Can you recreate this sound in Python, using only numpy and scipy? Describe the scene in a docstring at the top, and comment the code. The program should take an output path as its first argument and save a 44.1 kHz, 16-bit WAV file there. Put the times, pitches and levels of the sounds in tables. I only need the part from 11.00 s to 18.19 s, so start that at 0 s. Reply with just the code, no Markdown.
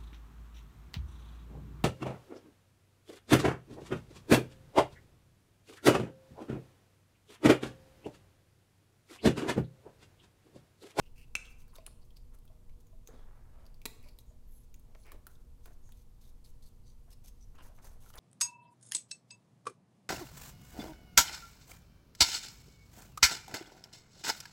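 """Plastic wiring connectors snap, pop and tick as hands unplug and shift them in a quiet workshop.
Latch and plug are clicks into banks of damped modes with noise cracks; each tick is a rattle ringing one housing mode.
Scrapes, rubs and drags are stick-slip noise under a stroke of pressure; thuds and a bracket ring on sine modes.
A short noise tail answers as the room, over ventilation rumble, wavering mains hum and microphone hiss."""
import sys
import numpy as np
from scipy import signal
from scipy.fft import rfft, irfft
from scipy.io import wavfile

SR = 44100
rng = np.random.default_rng(int(sys.argv[2]) if len(sys.argv) > 2 else 0)


def materialize(psi):
    """Save the field psi as 16-bit PCM at rate SR to the path in sys.argv[1].

    A 1-D psi becomes a single channel; in a 2-D psi each row is a channel.
    """
    bounded = np.clip(np.atleast_2d(psi).T, -1, 1)
    quanta = np.round(bounded * 32767).astype(np.int16)
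    wavfile.write(sys.argv[1], SR, quanta)


def voltage_ratio(level):
    """Linear amplitude factor for a level in decibels (scalar or array-like)."""
    return 10 ** (np.asarray(level, float) / 20)


N = 317079

# Swells of the latch's snap: sharp onset, then re-excitations shaping the beating of close modes:
# (time [s], level before mode and layer levels [dB])
LATCH_SWELLS = [(.3529, -14.5), (.3537, -28), (.3568, -23.5), (.3655, -29.5)]
# Modes of the latch: (pitch [Hz], level against the click before the layer level [dB], t60 before the cap [s])
LATCH_MODES = [(880, -28.5, 0.01194), (1230, -20.5, .012), (1550, -21, 0.01), (1890, -26, .02),
               (2400, -2, 0.042), (2730, -12, 0.013), (2650, 4.5, 0.09), (2810, -14.5, 0.06),
               (2994, -10.5, .025), (3740, -16, 0.025), (4020, -15, 0.017), (4340, -16, 0.011),
               (5032, -22.5, 0.0061), (6326, -7.5, 0.018), (7200, -8, .015), (7530, -13, 0.0087),
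               (8550, -10, 0.014), (13230, -21, .01), (14590, -25, 0.015)]


def latch():
    """A latch tab snaps: a sharp onset and re-excitations ring its plastic modes, with upper-mid cracks."""
    return struck(LATCH_SWELLS, LATCH_MODES, level_db=-12.5, crack_db=-11, crack_hz=(1800, 10000))


# Clicks as the plug leaves its socket: (time [s], level before mode and layer levels [dB])
PLUG_CLICKS = [(2.8552, -35.5), (2.8564, -40), (2.8596, -36.5), (2.8606, -39), (2.8640, -50)]
# Modes of plug and socket: (pitch [Hz], level against the click before the layer level [dB], t60 before the cap [s])
PLUG_MODES = [(263, -1, 0.015), (419, 12, 0.022), (934, -1, 0.011), (1960, -4, 0.041), (2240, 3.5, 0.012),
              (2670, 8.5, 0.0089), (3000, -13, 0.016), (3910, 15.5, 0.0041), (4900, -21, 0.0088),
              (5900, -23, .01), (7640, 2.5, 0.023), (9000, -21, 0.015), (11100, 6.5, 0.018),
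              (11600, -1.5, 0.019), (12600, -9, 0.0089), (14500, 9, .01)]


def plug():
    """A plug pops apart: a cluster of clicks rings short modes under a broad crack."""
    return struck(PLUG_CLICKS, PLUG_MODES, level_db=-8.5, crack_db=3.5, crack_hz=(500, 16000))


def struck(excitations, modes, level_db, crack_db, crack_hz, spread_db=1):
    """Every excitation clicks all modes with strengths of its own and adds a dry crack of a few ms."""
    out, t = np.zeros(N), np.arange(1024) / SR
    at = [round(s * SR) for s, db in excitations]
    click_db = np.array(excitations)[:, 1]
    for k, (hz, mode_db, t60) in enumerate(modes):
        clicks = np.zeros(N)
        uneven_db = spread_db * rng.standard_normal(len(at))
        clicks[at] = voltage_ratio(click_db + mode_db + level_db + uneven_db)
        capped_t60 = np.clip(t60, .004, .005 + 55 / hz)  # high modes must die sooner
        out += (-1) ** k * ring(clicks, hz, capped_t60)
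    for i, (s, db) in zip(at, excitations):
        burst = rng.standard_normal(len(t)) * np.exp(-t / 0.0012)
        out[i:i + len(t)] += voltage_ratio(db + crack_db) * band(burst, *crack_hz)
    return out


# Housings and wires touching: (time [s], peak of the ring [dB], ring [Hz], peak of the bright crack over the ring [dB])
TOUCHES = [(.0603, -59, 2760, -9), (.195, -69, 2700, 1), (.2818, -63, 1450, 0), (.4544, -45, 3360, -9),
           (.465, -54, 6200, -10), (.524, -58, 4600, -8), (.618, -54.5, 2540, -3), (.6804, -59.5, 1450, 5),
           (.7561, -47.5, 3740, -5), (.784, -52.5, 2400, -1), (.8613, -56, 1420, -8),
           (.8645, -31, 9800, -19), (.9294, -65, 9200, -9), (1.106, -56.5, 3140, -5),
           (1.1688, -48, 4550, -2), (1.3473, -63, 1250, 7), (1.388, -56.5, 11400, -16),
           (1.4528, -66, 1180, 14), (1.478, -56.5, 3290, -2), (1.695, -60.5, 2300, -3),
           (1.8696, -56, 6800, 0), (2.074, -40, 6430, -2.5), (2.0869, -54, 1290, 0), (2.6646, -51, 4700, 0),
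           (2.655, -57, 4700, -8), (2.7436, -56.5, 4670, 2), (2.817, -50, 2550, 1.5), (3.028, -57, 2380, 6),
           (3.087, -50, 4600, -2), (3.1876, -47, 3810, 7), (3.7423, -46.5, 6500, .6),
           (3.7608, -61, 8780, 2), (3.7954, -68, 1300, 19), (3.9503, -51.5, 2170, -7),
           (4.036, -57, 4300, -8), (4.057, -58, 2200, 0), (4.066, -53, 2340, 1.5),
           (4.1188, -40.5, 1250, 2.5), (4.2682, -40.5, 1287, 5.5), (4.355, -59, 3500, -12),
           (4.6582, -43.5, 1290, 1.5), (4.8915, -56.5, 1630, 2), (4.9215, -51, 3540, 4.5),
           (5.444, -61, 4600, -2), (6.553, -58, 6500, 3), (6.587, -53, 1270, -13), (6.6594, -58, 1550, 0),
           (6.788, -56.5, 2210, -13), (6.8449, -45, 12100, -17), (6.8713, -49, 1550, 1),
           (7.1028, -48, 1280, 2), (7.1388, -47, 1260, -6), (7.1553, -49, 1520, 9)]
FIRM_TICK_DB = -50  # strength at which the next settings hold as they stand
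KNOCK_DB, KNOCK_PER_DB = -13.5, -0.23  # knock against ring; change per dB of strength
CONTACT_MS, CONTACT_MS_PER_DB = 3.6, -0.02  # decay time of the rattle; firmer touches rattle slightly shorter


def ticks():
    """A sharp contact with a short rattle rings one damped housing mode, with a dull knock and a bright crack."""
    out, t = np.zeros(N + 2048), np.arange(2048) / SR
    noises = rng.standard_normal((len(TOUCHES), len(t)))
    for (s, peak_db, hz, crack_db), noise in zip(TOUCHES, noises):
        firmness_db = peak_db - FIRM_TICK_DB
        contact_ms = CONTACT_MS + CONTACT_MS_PER_DB * firmness_db
        knock_db = KNOCK_DB + KNOCK_PER_DB * firmness_db
        force = noise * np.exp(-t / (np.clip(contact_ms, .1, 20) / 1000))
        force[0] = 7.0  # the first sharp contact
        mode = rms_one(resonance(force, hz, 250 + hz * .08))
        clatter = rms_one(band(band(force, 1500, 8000), 1500, 8000))
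        parts = [mode + clatter * .6, band(force, 260, 2300), band(force, 7700, 20000)]
        body, knock, crack = [p / np.abs(p).max() for p in parts]
        i = round(s * SR)
        out[i:i + len(t)] += voltage_ratio(peak_db) * (body + voltage_ratio(knock_db) * knock + voltage_ratio(crack_db) * crack)
    return out[:N]


# Housings scraping: (time [s], length [s], hollow resonance [Hz], resonance rms before the pressure shape [dB])
SCRAPE_STROKES = [(0.02, 0.032, 2660, -74), (.052, 0.034, 2750, -71.5), (0.156, 0.1, 2650, -66.5),
                  (.444, 0.048, 3180, -66), (0.683, 0.035, 4470, -77.5), (.727, 0.046, 1050, -67.5),
                  (.733, 0.022, 10200, -71), (0.77, .024, 4600, -67.5), (0.79, .063, 2600, -79),
                  (0.877, 0.064, 4470, -76), (1.012, .026, 4530, -75), (1.156, 0.022, 4650, -73),
                  (1.473, 0.078, 630, -77), (2.06, .053, 6400, -74), (2.073, 0.13, 472, -64.5),
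                  (2.125, 0.16, 3400, -79), (2.526, 0.22, 623, -70.5), (3.018, 0.087, 2400, -72),
                  (3.016, 0.13, 11200, -74.5), (3.026, 0.12, 4530, -75.5), (3.256, 0.072, 6900, -79.5),
                  (3.466, .12, 12070, -73.5), (3.514, 0.12, 11100, -70), (3.836, 0.11, 620, -76.5),
                  (3.983, 0.075, 10300, -72.5), (4.046, 0.091, 2250, -67), (4.12, 0.047, 387, -60.5),
                  (4.828, .11, 6570, -73.5), (5.226, 0.091, 3780, -79), (5.442, 0.032, 4300, -70.5),
                  (5.621, 0.066, 4300, -74), (5.833, 0.11, 4620, -77.5), (5.855, 0.088, 6020, -73),
                  (6.111, 0.037, 5030, -69), (6.113, 0.028, 2820, -73.5), (6.405, 0.045, 5900, -67),
                  (6.556, 0.019, 2660, -71.5), (6.579, 0.052, 2880, -66), (6.678, 0.059, 603, -67.5),
                  (6.953, 0.037, 595, -72.5), (7.13, .025, 3000, -66.5), (7.153, 0.041, 10200, -64),
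                  (7.179, .018, 3470, -52.5)]
SCRAPE_BROAD_DB, LOW_SCRAPE_HZ = -11.5, 1800  # broad friction: drag under low scrapes, hiss around high ones
SCUFF_DB, SCUFF_LEAD_S, SCUFF_S = -28, 0.0015, .018  # scuff against the tick's level, head start, length


def scrapes(friction, hiss, drag):
    """Housings scrape through one hollow resonance each; every tick brings a short scuff at its ring."""
    out = np.zeros(N)
    scuffs = [(s - SCUFF_LEAD_S, SCUFF_S, hz, db + SCUFF_DB) for s, db, hz, crack_db in TOUCHES]
    for s, length, hz, db in SCRAPE_STROKES + scuffs:
        part, pressure = stroke(s, length)
        broad = drag if hz < LOW_SCRAPE_HZ else hiss
        out[part] += pressure * voltage_ratio(db) * (hollow(friction[part], hz) + voltage_ratio(SCRAPE_BROAD_DB) * broad[part])
    return out


# Fingers rubbing cable and plastic: (time [s], length [s], hiss level before the pressure shape [dB])
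RUB_STROKES = [(0.02, .035, -82), (.158, 0.08, -75), (0.488, 0.045, -72), (0.582, 0.056, -69.5),
               (0.747, 0.022, -61.5), (1.044, .02, -74), (1.162, 0.025, -71), (1.336, 0.026, -70),
               (1.8, 0.018, -72), (3.183, 0.042, -73), (3.631, .023, -73.5), (3.955, 0.11, -75.5),
               (4.285, 0.083, -72.5), (4.397, 0.041, -79), (4.63, 0.059, -69), (4.682, 0.07, -73),
               (4.94, 0.095, -74), (5.206, .11, -71), (5.439, 0.079, -70.5), (5.62, 0.077, -69.5),
               (6.103, 0.038, -64), (6.237, 0.067, -64), (6.28, 0.015, -66), (6.621, 0.074, -66),
               (6.744, 0.045, -71.5), (6.817, 0.078, -63.5), (6.878, 0.085, -72), (7.001, 0.12, -65),
               (7.129, 0.023, -66), (7.175, 0.013, -53.5)]
RUB_HOLLOW_HZ, RUB_HOLLOW_DB, RUB_DRAG_DB = 6500, -8, -15.5  # sleeve resonance and harness tug, dB against hiss


def rubs(friction, hiss, drag):
    """Fingers rub out a broad hiss that wakes the sleeve's resonance and tugs the harness a little."""
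    out = np.zeros(N)
    for s, length, db in RUB_STROKES:
        part, pressure = stroke(s, length)
        sleeve = voltage_ratio(RUB_HOLLOW_DB) * hollow(friction[part], RUB_HOLLOW_HZ)
        tug = voltage_ratio(RUB_DRAG_DB) * drag[part]
        out[part] += pressure * voltage_ratio(db) * (hiss[part] + sleeve + tug)
    return out


# Harness dragged along the frame: (time [s], length [s], level before the pressure shape [dB])
DRAG_STROKES = [(0.757, 0.02, -61.5), (0.867, 0.017, -62), (1.318, 0.049, -72), (2.083, 0.17, -75),
                (2.2, 0.37, -71), (2.504, .25, -78), (3.033, 0.1, -76.5), (3.946, 0.017, -64.5),
                (4.046, 0.077, -64.5), (4.262, 0.068, -75), (4.655, 0.029, -63), (4.677, .052, -68.5),
                (6.07, 0.045, -77), (6.235, 0.028, -84), (6.541, 0.039, -68), (6.578, 0.051, -59.5),
                (6.619, 0.063, -66.5), (6.777, 0.041, -66), (6.826, 0.065, -65.5), (6.88, .075, -70.5),
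                (7.018, 0.071, -72), (7.145, 0.057, -55.5)]


def drags(drag):
    """The harness drags dully along the frame: low-banded friction under each stroke."""
    out = np.zeros(N)
    for s, length, db in DRAG_STROKES:
        part, pressure = stroke(s, length)
        out[part] += pressure * voltage_ratio(db) * drag[part]
    return out


def slides():
    """Scrapes, rubs and drags draw on the same running friction, hiss and dull drag."""
    friction = stick_slip(1500, spread_db=3.0, smooth=0.75)
    hiss = patchy_hiss(friction, patchy_db=1.8)
    dull = band(stick_slip(800, spread_db=3.0, smooth=0.78), 250.2, 1482)
    drag = rms_one(band(dull, 92, 2600))
    return scrapes(friction, hiss, drag) + rubs(friction, hiss, drag) + drags(drag)


def stick_slip(slips_per_s, spread_db, smooth):
    """Skin friction: uneven tiny slips over a smooth noise, wandering in level together."""
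    happens = rng.random(N) < slips_per_s / SR
    height = voltage_ratio(spread_db * np.minimum(rng.exponential(1, N), 4))
    slips = happens * height * rng.choice([-1, 1], N)
    return (rms_one(slips) + smooth * rng.standard_normal(N)) * voltage_ratio(2.5 * drift(40))


# Tone of the friction hiss: (frequency [Hz], relative level per Hz [dB])
HISS_TONE = [(2200, -3), (4000, -0.5), (6500, 5.5), (9000, -2), (11500, 3.5), (14500, -0.5), (16500, -4)]


def patchy_hiss(friction, patchy_db):
    """Broad hiss whose bands swell and fade on their own as the grip changes."""
    edges = np.geomspace(2000, 17000, 8)
    hiss = np.zeros(N)
    for k in range(7):
        hiss += (-1) ** k * band(friction, edges[k], edges[k + 1]) * voltage_ratio(patchy_db * drift(6.8))
    return coloured(hiss, HISS_TONE)


def hollow(friction, hz):
    """Friction heard through a hollow resonance that widens with pitch; rms 1."""
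    return rms_one(resonance(friction, hz, 150 + hz * 0.057))


STROKE_SKEW, STROKE_FLAT = 0.82, 0.53  # exponents under 1: pressure peaks early; flat-topped


def stroke(s, length):
    """Samples of one stroke and the pressure that swells and eases along it."""
    i, count = round(s * SR), round(max(length, .005) * SR)
    swell = np.sin(np.pi * np.linspace(0, 1, count) ** STROKE_SKEW)
    pressure = swell[:N - i].clip(0) ** STROKE_FLAT
    return slice(i, i + len(pressure)), pressure


# Harness bumping the frame: (time [s], peak [dB], lower mode [Hz], its t60 [s])
BUMPS = [(.739, -68, 1040, 0.027), (0.7846, -46.5, 652, 0.05), (1.5, -61.5, 630, 0.097),
         (1.93, -59.5, 646, 0.065), (2.089, -47, 457, 0.047), (2.138, -47, 243, 0.027),
         (3.06, -55, 613, .05), (3.31, -62, 628, 0.079), (4.147, -54, 425, 0.035),
         (4.89, -61.5, 906, 0.024), (6.08, -64, 695, 0.042), (6.245, -63.5, 740, .04),
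         (6.588, -49, 1060, .03), (6.845, -54, 980, 0.021), (7.062, -56, 1380, 0.035)]


def thuds():
    """A soft short push rings a low damped mode with a weaker one at 1.6 times its pitch."""
    out, t = np.zeros(N), np.arange(8192) / SR
    noises = rng.standard_normal((len(BUMPS), len(t)))
    for (s, peak_db, hz, t60), noise in zip(BUMPS, noises):
        push = (1 + 0.23 * noise) * np.exp(-t / 0.000091) + 0.12 * noise * np.exp(-t / 0.009)
        thud = ring(push, hz, t60) + 0.3 * ring(push, hz * 1.6, t60 * 1.2)
        i = round(s * SR)
        out[i:i + len(t)] += (voltage_ratio(peak_db) * thud / np.abs(thud).max())[:N - i]
    return out


# Nudge on a metal bracket: (time [s], peak [dB])
BRACKET_NUDGE = (2.088, -78.5)


def bracket():
    """A nudged metal bracket rings faintly: one thin tone dying slowly."""
    s, peak_db = BRACKET_NUDGE
    tap = np.zeros(N)
    tap[round(s * SR)] = voltage_ratio(peak_db)
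    return ring(tap, hz=1660, t60=1.3)


# Decay of the room: (frequency [Hz], t60 before the early scatter is added [s])
ROOM_DECAY = [(300, 1), (800, 1), (2000, 0.44), (5500, 0.52), (14000, 0.31)]
ROOM_DB, ROOM_GAP_S = -12, .006  # tail energy against a unit click; middle of its fade-in
NEAR_DB, NEAR_T60_S = 11, 0.033  # dense early scatter from the machine beside the hands


def workshop(x):
    """Diffuse tail: noise that dies band by band, denser early on, fading in after a short gap."""
    t, edges = np.arange(SR) / SR, 150 * 2 ** np.arange(0, 7.5)
    tail = np.zeros(SR)
    for lo, hi in zip(edges, edges[1:]):
        t60 = at_hz(ROOM_DECAY, np.sqrt(lo * hi))
        tail += band(rng.standard_normal(SR), lo, hi) * voltage_ratio(-60 * t / t60)
    scatter = 1 + voltage_ratio(NEAR_DB - 60 * t / NEAR_T60_S)  # multiplies the tail, so it dies with it
    tail = tail * scatter * np.clip(t / ROOM_GAP_S - .5, 0, 1)
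    return voltage_ratio(ROOM_DB) * signal.fftconvolve(x, tail / np.sqrt(np.sum(tail ** 2)))[:N]


# Ventilation rumble sloping into microphone hiss: (frequency [Hz], relative level per Hz [dB])
AIR_TONE = [(8.8, -3), (15, 8.5), (40, -3), (123, -15.5), (184, -23.5), (247, -24.5), (312, -32),
            (405, -35), (483, -28.5), (527, -38.5), (972, -38.5), (1550, -48), (11300, -50.5),
            (14700, -51.5), (16000, -60)]
AIR_DB = -51  # rms
# Mains harmonics: (frequency [Hz], rms about which each wavers [dB])
HUM_LINES = [(120, -73), (240, -79), (360, -85), (480, -84), (600, -92)]


def air():
    """Steady rumble sloping into hiss, with mains harmonics that waver a little."""
    t = np.arange(N) / SR
    hum = np.zeros(N)
    for line_hz, db in HUM_LINES:
        level = np.sqrt(2) * voltage_ratio(db + 0.56 * drift(4.9))
        hum += level * np.sin(2 * np.pi * (line_hz * t + rng.random()))
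    return voltage_ratio(AIR_DB) * coloured(rng.standard_normal(N), AIR_TONE) + hum


def rms_one(x):
    """Scale to unit rms."""
    return x / np.sqrt(np.mean(x ** 2) + 1e-20)


def at_hz(points, hz):
    """Read a table along log frequency."""
    table_hz, value = np.array(points).T
    return np.interp(np.log(hz), np.log(table_hz), value)


def band(x, lo_hz, hi_hz):
    """Butterworth band-pass."""
    sos = signal.butter(2, [lo_hz, min(hi_hz, .45 * SR)], "band", fs=SR, output="sos")
    return signal.sosfilt(sos, x)


def drift(rate):
    """Slow random wander of spread 1: low-passed noise (corner rate in Hz) drawn 200 times a second."""
    steps = rng.standard_normal(int(N / SR * 200) + 2)
    r = np.exp(-2 * np.pi * rate / 200)
    wander = rms_one(signal.lfilter([1], [1, -r], steps))
    return np.interp(np.arange(N) * 200 / SR, np.arange(len(steps)), wander)


def ring(x, hz, t60):
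    """A damped mode: a unit click sets a sine of height 1 ringing."""
    r, w = voltage_ratio(-60 / (t60 * SR)), 2 * np.pi * hz / SR
    return signal.lfilter([0, np.sin(w)], [1, -2 * r * np.cos(w), r * r], x + 1e-18)


def resonance(x, hz, width):
    """Two-pole resonance, width in Hz, with gain 1 on top."""
    r = np.exp(-np.pi * width / SR)
    gains = np.array([1, 0, -1]) * (1 - r * r) / 2
    return signal.lfilter(gains, [1, -2 * r * np.cos(2 * np.pi * hz / SR), r * r], x)


def coloured(x, spectrum):
    """Shape by a spectrum; rms 1."""
    hz = np.maximum(np.arange(len(x) // 2 + 1) * SR / len(x), 1)
    return rms_one(irfft(rfft(x) * voltage_ratio(at_hz(spectrum, hz)), len(x)))


def scene():
    """Handling sounds, their room tail and the background."""
    hands = latch() + plug() + ticks() + slides() + thuds() + bracket()
    return (hands + workshop(hands) + air())[None]


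def top_cut(x):
    """Nothing passes above the cut-off."""
    return signal.sosfilt(signal.butter(12, 16510, fs=SR, output="sos"), x)


def record(dry):
    """A steep low-pass takes off the top, 60 dB down from 16650 Hz."""
    mix = signal.sosfilt(signal.cheby2(14, 60, 16650, fs=SR, output="sos"), dry)
    return top_cut(mix)


dry = scene()
out = record(dry)
materialize(out)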